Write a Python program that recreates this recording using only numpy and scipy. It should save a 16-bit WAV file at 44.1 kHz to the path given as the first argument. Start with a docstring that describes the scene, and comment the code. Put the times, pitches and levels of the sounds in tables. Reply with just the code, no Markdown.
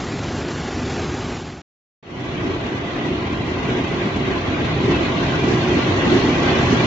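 """A rope rewinding machine in a factory hall. The microphone starts a few steps away, in mono: the turning
spool shakes the steel frame into a rumble, rope rushes over the guides, motor and gears whine faintly.
After a short pause it stands beside the spool, in stereo: the frame surges with every stroke of the
rope guide and small steel parts rattle. The machine grows steadily louder and brighter, and toward
the end the rope squeaks once and scrapes in spurts."""
import sys
import numpy as np
from scipy import signal
from scipy.fft import rfft, irfft, next_fast_len
from scipy.io import wavfile
from scipy.ndimage import uniform_filter1d, map_coordinates

SR = 44100
rng = np.random.default_rng(int(sys.argv[2]) if len(sys.argv) > 2 else 0)


def output_pcm(signal):
    """Save a mono or channel-first signal as 16-bit PCM at the path in sys.argv[1].

    Samples are clipped to [-1, 1] before scaling.
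    """
    pcm = np.clip(np.atleast_2d(signal).T, -1, 1) * 32767
    wavfile.write(sys.argv[1], SR, np.round(pcm).astype(np.int16))


N = 302526
TIME = np.arange(N) / SR
FAR_END_S, NEAR_START_S = 1.619, 2.026

def amp(db):
    """Decibels to gain."""
    return 10 ** (np.asarray(db) / 20)

def unit(x):
    """Scaled to rms 1."""
    return x / np.sqrt(np.mean(x ** 2) + 1e-20)

def along(points, hz):
    """(Hz, value) points read on a log axis."""
    f, v = np.transpose(points)
    return np.interp(np.log(hz + 1), np.log(f + 1), v)

def curve(points):
    """(seconds, value) points joined by straight lines."""
    return np.interp(TIME, *np.transpose(points))

def swells(rows):
    """Bell-shaped rises and dips of level, in dB."""
    return sum(db * np.exp(-((TIME - centre) / width) ** 2) for centre, width, db in rows)

def wobble(rate):
    """A smooth random curve, rate knots a second."""
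    knots = rng.standard_normal(int(N * rate / SR) + 4)
    return map_coordinates(knots, [TIME * rate], order=3, mode="nearest")

def filtered(x, response):
    """x times a response of frequency."""
    m = next_fast_len(N + SR // 2)
    return irfft(rfft(x, m) * response(np.fft.rfftfreq(m, 1 / SR)), m)[..., :N]

def coloured(x, spectrum):
    """x given a spectrum, at rms 1."""
    return unit(filtered(x, lambda hz: amp(along(spectrum, hz))))

def rung(x, modes):
    """x passed through resonances with steep skirts, at rms 1."""
    peak = lambda f, c, w: 1j * f * w / (c * c - f * f + 1j * f * w)
    power = lambda f: sum(amp(db) ** 2 * abs(peak(f, c, 2 * w)) ** 4 for c, w, db in modes)
    return unit(filtered(x, lambda f: np.sqrt(power(f))))

def dropouts(x, depths):
    """Brief random holes in small patches, as from audio compression; depths are (Hz, dB) points."""
    hz, _, bins = signal.stft(x, SR, nperseg=1024)
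    patches = rng.standard_normal(bins.shape[-2:])
    for _ in range(2):
        patches = uniform_filter1d(uniform_filter1d(patches, size=2, axis=0), size=3, axis=1)
    gain = amp(along(depths, hz)[:, None] * np.minimum(unit(patches), 0))
    gain /= np.sqrt(np.mean(gain ** 2, axis=1, keepdims=True))
    return signal.istft(bins * gain, SR, nperseg=1024)[1][..., :N]

# The rumble from a few steps away. Each row: frequency in Hz, relative level in dB.
FAR_RUMBLE = [(15, -43), (25, -31), (56, -3.5), (80, 2.5), (118, 0), (158, 0.5), (193, -4), (252, -0.5),
              (321, -2), (355, -5.5), (409, -3.5), (458, -15), (520, -15.5), (680, -35.5), (1140, -120)]
def far_rumble(db):
    """The turning spool shakes the machine into a low noise."""
    return amp(db) * coloured(rng.standard_normal(N), FAR_RUMBLE)

# The frame's resonances. Each row: frequency in Hz, width in Hz, relative level in dB.
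PANEL_MODES = [(198.2, 14, -0.1), (234.5, 10, 2), (264.4, 25, 0.9), (301.7, 13, 3), (351, 22, 3),
               (384, 29, -0.4), (436.6, 25, -9)]
def frame_panels(shaking, db):
    """The panels of the steel frame ring as the spool shakes them."""
    return amp(db) * rung(shaking, PANEL_MODES)

# The rope from a few steps away. Each row: frequency in Hz, relative level in dB.
FAR_RUSH = [(260, -20.5), (450, -3), (632, -4.5), (736, -1.5), (810, -2), (951, -7), (1140, -5.5),
            (1300, -7), (1540, -9.5), (1770, -9.5), (2570, -11.5), (3210, -14), (4200, -16), (7370, -20),
            (9580, -38.5), (16200, -120)]
def far_rope(db):
    """Rope rasps over the guides; dropouts, as from audio compression, make the treble warble."""
    rasp_db = 0.24 * wobble(16.6) + 0.95 * wobble(110)
    rush = coloured(rng.standard_normal(N), FAR_RUSH)
    return amp(db + rasp_db) * dropouts(rush, depths=[(500, 0.79), (7000, 8.2)])

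def whine(tones, drift_hz, waver_db):
    """Motor and gear tones, each drifting at random in pitch and, by waver_db, in level."""
    phase = lambda hz: 2 * np.pi * (np.cumsum(hz + drift_hz * wobble(14)) / SR + rng.random())
    return sum(np.sqrt(2) * amp(db + waver_db * wobble(6.3)) * np.sin(phase(hz)) for hz, db in tones)

# Motor and gears from a few steps away. Each row: frequency in Hz, relative level in dB.
FAR_TONES = [(149.7, -8), (250.4, -6), (351.3, -7.5), (497.4, -17), (729.3, -23.5), (1454.7, -18),
             (1628.6, -21.5), (1975.6, -26.5)]
# The load rises twice. Each row: centre in seconds, width in seconds, relative swell in dB.
LOAD_SWELLS = [(0.38, 0.046, 1.7), (0.96, 0.16, 1.6)]
def machine_far():
    """A few steps away, in mono: even running, apart from two swells of the load."""
    load_db = swells(LOAD_SWELLS)
    rush_db = -31.5 + 0.93 * load_db
    rumble = far_rumble(-28 + 0.52 * load_db)
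    frame = frame_panels(rng.standard_normal(N), -36.5 + 4.2 * load_db)
    rope = far_rope(rush_db)
    drive = amp(rush_db - 1) * whine(FAR_TONES, drift_hz=2.6, waver_db=0)
    return rumble + frame + rope + drive

# The hall's sound beside the spool. Each row: frequency in Hz, left-right correlation.
HALL_CORRELATION = [(70, .991), (170, .975), (260, .92), (430, .88), (770, .48), (1020, .53), (1300, -.1),
                    (1700, -.2), (2200, .2), (3100, -.1), (4000, .04), (7000, .04)]
def diffuse():
    """Noise from all round the hall at two microphone ports: alike in the bass, unrelated in the treble."""
    turn = lambda hz: np.arccos(np.clip(along(HALL_CORRELATION, hz), -1, 1)) / 2
    shares = lambda hz: np.array([np.cos(turn(hz)), np.sin(turn(hz))])
    mid, side = filtered(rng.standard_normal((2, N)), shares)
    return np.array([mid + side, mid - side])

def run_up(start_db, db_per_s):
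    """The level in dB of a part that grows as the drive gathers speed."""
    return start_db + db_per_s * (TIME - NEAR_START_S)

# The spool up close. Each row: frequency in Hz, relative level in dB.
DRONE_SPECTRUM = [(12, -54.5), (22, -19.5), (36, -11.5), (52, -6.5), (66, -3), (88, 1), (108, -0.5),
                  (125, -0.5), (160, 2), (185, -3), (230, -27.5), (440, -120)]
# Its slow rise. Each row: time in seconds, base level in dB.
DRONE_LEVEL = [(2.3, -31), (2.9, -30.5), (3.2, -29), (4.1, -28.5), (4.8, -25), (5.6, -25.5), (6.7, -24)]
def spool_drone(surge_db, turns_per_s=19.0):
    """The unbalanced spool drones and throbs once a turn."""
    throb_db = 0.9 * np.sin(2 * np.pi * turns_per_s * TIME)
    return amp(curve(DRONE_LEVEL) + throb_db + surge_db) * coloured(diffuse(), DRONE_SPECTRUM)

# The rope up close. Each row: frequency in Hz, relative level in dB.
NEAR_RUSH = [(260, -34.5), (440, -4), (501, -4), (648, -4.8), (687, -3), (759, -6.5), (900, -7), (1120, -7),
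             (1280, -12), (1480, -9.5), (1580, -9.5), (1740, -13.5), (1960, -8), (2130, -12.5),
             (2570, -13.5), (3300, -14), (4260, -25), (4700, -30), (6110, -62), (10300, -120)]
def near_rope(db):
    """Rope rushes over the guides next to the microphone."""
    return amp(db) * coloured(diffuse(), NEAR_RUSH)

# Roller and bracket resonances. Each row: frequency in Hz, width in Hz, relative level in dB.
ROLLER_MODES = [(542, 12, 1.5), (628, 8, -1.5), (689, 19, 2.5), (800, 16, 0.5), (1030, 27, -0.5),
                (1152, 13, 2.5), (1215, 7.6, -1.5), (1340, 13, -2.5), (1580, 10, -4.5), (1620, 9, 0.5),
                (1963, 13, -1.5), (2020, 21, -2), (2307, 24, -6), (2430, 8.8, -7.5), (2714, 26, -5.5),
                (2980, 23, -8.5)]
def guide_rollers(db):
    """The running rope rings the guide rollers and their brackets."""
    return amp(db) * rung(diffuse(), ROLLER_MODES)

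# The rattle's tone colour. Each row: frequency in Hz, relative level in dB.
RATTLE_SPECTRUM = [(800, -18), (1100, 0.5), (1250, -4.5), (1600, -1.5), (1750, -5), (2000, -1.5),
                   (2400, -2), (3100, -6.5), (3800, -8.5), (4400, -11.5), (5200, -33)]
def steel_rattle(db, per_s=750, low_hz=955, high_hz=4487, attack_s=0.0028, t60_s=0.16, spread_db=2):
    """Many light contacts between steel parts, each ringing at its own pitch from its own direction."""
    t = np.arange(SR // 6) / SR
    when, pitch, phases, direction = rng.random((int(per_s * N / SR), 4)).T
    starts = (when * N).astype(int)
    gains = amp(spread_db * rng.standard_normal(len(starts)))
    pitches_hz = low_hz + (high_hz - low_hz) * pitch
    envelope = amp(-60 * t / t60_s) * (1 - np.exp(-t / attack_s))
    out = np.zeros((2, N + len(t)))
    for start, hz, phase, angle, gain in zip(starts, pitches_hz, phases, np.pi * direction, gains):
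        ring = gain * envelope * np.sin(2 * np.pi * (hz * t + phase))
        out[:, start:start + len(t)] += np.outer([np.cos(angle), np.sin(angle)], ring)
    return amp(db) * coloured(out[:, :N], RATTLE_SPECTRUM)

# Gear tones and motor hum up close. Each row: frequency in Hz, relative level in dB.
GEAR_TONES = [(689, -15), (1148, -25.5), (1622.7, -27), (1966.3, -25), (2485.9, -16.5), (4973, -44)]
MOTOR_HUM = [(125, -6.5)]
def near_drive(db):
    """The gears whine differently on each side; the motor hums in the middle."""
    gears = np.array([whine(GEAR_TONES, drift_hz=2.2, waver_db=2.2) for _ in range(2)])
    hum = whine(MOTOR_HUM, drift_hz=3.02, waver_db=0.5)
    return amp(db - 3.5) * gears + amp(db - 0.5) * hum

# The fibres' hiss. Each row: frequency in Hz, relative level in dB.
HISS_SPECTRUM = [(2710, -35.5), (4600, -1), (4860, -1.5), (6050, -0.5), (7370, -9.5), (9580, -44),
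                 (16200, -120)]
# It comes up late. Each row: time in seconds, relative level in dB.
HISS_LEVEL = [(2.3, -54.5), (3.34, -53.5), (3.53, -51.5), (4.56, -51), (5.57, -46), (6.6, -43)]
def fibre_hiss(lift_db):
    """The fibres of the running rope hiss in the treble."""
    return amp(curve(HISS_LEVEL) + lift_db) * coloured(diffuse(), HISS_SPECTRUM)

def rope_squeak(start_s, length_s, from_hz, to_hz, arch_hz, db):
    """The rope slips once on a guide: a short, hoarse squeak that arches and falls."""
    progress = np.clip((TIME - start_s) / length_s, 0, 1)
    arch = np.sin(np.pi * progress)
    hz = from_hz + (to_hz - from_hz) * progress + arch_hz * arch + 30 * wobble(230)
    return amp(db) * arch * np.sin(2 * np.pi * np.cumsum(hz) / SR)

# The scrape's tone colour. Each row: frequency in Hz, relative level in dB.
SCRAPE_SPECTRUM = [(2000, -28.5), (2700, -2), (3250, -2), (3800, -0.5), (4150, 1), (4420, -2), (4620, -4.5),
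                   (4720, -18.5), (5600, -49.5)]
# Its spurts. Each row: centre in seconds, width in seconds, swell in dB.
SCRAPE_SPURTS = [(4.95, 0.049, 5), (5.06, 0.029, 9), (5.21, 0.078, 10), (5.38, 0.06, 4), (5.615, 0.025, 11),
                 (5.9, 0.096, 5.5), (6.11, 0.04, 9), (6.205, 0.054, 9.5), (6.5, 0.061, 6), (6.83, 0.051, 8)]
def rope_scrape():
    """The rope scrapes over a guide in bright, rough spurts."""
    db = run_up(-55, db_per_s=3.3) + swells(SCRAPE_SPURTS) + 1.5 * wobble(160)
    return amp(db) * coloured(diffuse(), SCRAPE_SPECTRUM)

# The microphone's balance. Each row: frequency in Hz, left minus right in dB.
PORT_BALANCE = [(140, -0.5), (260, -0.9), (1500, 0), (1900, -0.2), (3500, 1.5), (4800, 0), (5900, -9.5),
                (6900, -13)]
def microphone_ports(hz):
    """Left and right gains at constant total power; the left port is dull in the treble."""
    ratio = amp(along(PORT_BALANCE, hz))
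    return np.array([ratio, np.ones_like(hz)]) * np.sqrt(2 / (1 + ratio ** 2))

# The rope's pull. Each row: centre in seconds, width in seconds, relative swell or dip in dB.
TUGS = [(2.48, 0.05, 5.5), (2.72, .04, 3), (3.11, 0.078, 2.5), (3.33, 0.034, 1.5), (3.71, 0.054, 4.5),
        (4.06, 0.03, 3), (4.19, 0.036, 3), (4.305, 0.05, 3.5), (4.53, 0.034, 1.5), (4.891, 0.047, 6),
        (5.512, .028, 7), (5.76, 0.028, 5), (6.135, 0.048, 7), (6.73, 0.019, 6.5)]  # the guide turns round about every 0.6 s, with lesser jerks between
SLACKS = [(2.85, 0.16, -2.5), (4.41, 0.05, -3.5), (5.96, 0.022, -2)]  # the rope runs slack and the shaking eases
RASPS = [(3.05, 0.062, 1.5), (3.74, 0.036, 1.5), (4.35, 0.037, 1.3), (4.59, 0.021, -0.5), (4.96, 0.08, 0.5),
         (5.8, 0.036, 1), (6.49, 0.037, 2.5), (6.72, .04, -1)]  # the rope rasps louder or softer for a moment
# Warbly treble, as from audio compression. 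Each row: frequency in Hz, typical dropout depth in dB.
DROPOUT_DEPTHS = [(400, .5), (1000, 2), (1450, 7), (2500, 7), (4400, 8), (5400, 3), (6400, 3), (7400, 5)]
def machine_near():
    """Beside the spool, in stereo: the machine grows louder while the rope tugs and slackens."""
    tension_db = 0.42 * wobble(7.7)  # the rope's tension wanders a little
    frame_db = run_up(-28, db_per_s=1.87) + tension_db
    rush_db = run_up(-31.5, db_per_s=2.02) + tension_db
    rattle_db = run_up(-40.5, db_per_s=2.62) + tension_db
    tug_db, slack_db, rasp_db = swells(TUGS), swells(SLACKS), swells(RASPS)
    chatter = wobble(90)  # the twisted rope catches and slips on the guides
    drone = spool_drone(0.33 * tug_db + 0.7 * slack_db)
    frame = frame_panels(diffuse(), frame_db + tug_db + slack_db + 0.94 * chatter)
    rope = near_rope(rush_db - 0.5 + rasp_db + 0.3 * slack_db + 0.8 * chatter)
    rollers = guide_rollers(rush_db - 7.5 + rasp_db)
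    fibres = fibre_hiss(4 + 0.42 * tug_db + 1.2 * chatter)
    scrape = rope_scrape()
    steel = steel_rattle(rattle_db + rasp_db + 0.3 * slack_db)
    drive = near_drive(rush_db)
    squeak = rope_squeak(start_s=4.915, length_s=0.085, from_hz=2600, to_hz=2500, arch_hz=60, db=-29.5)
    warbled = dropouts(rope + scrape + fibres + steel, DROPOUT_DEPTHS)
    return filtered(drone + frame + warbled + rollers + drive + squeak, microphone_ports)

def fade(away_s, length_s, least):
    """Gain away from the silent pause: a 3 ms edge, and a straight rise from least to 1."""
    edge = np.clip(away_s / 0.003, 0, 1)
    return edge * np.clip(least + (1 - least) * away_s / length_s, 0, 1)

def scene():
    """Two microphone positions, far then near, with a silence between them."""
    far = machine_far() * fade(FAR_END_S - TIME, length_s=0.36, least=0.22)
    near = machine_near() * fade(TIME - NEAR_START_S, length_s=0.23, least=0.12)
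    return far + near

def record(dry, top_hz=7650):
    """The phone keeps nothing above its band limit."""
    return filtered(dry, lambda hz: np.clip((top_hz - hz) / 80, 0, 1))

dry = scene()
out = record(dry)
output_pcm(out)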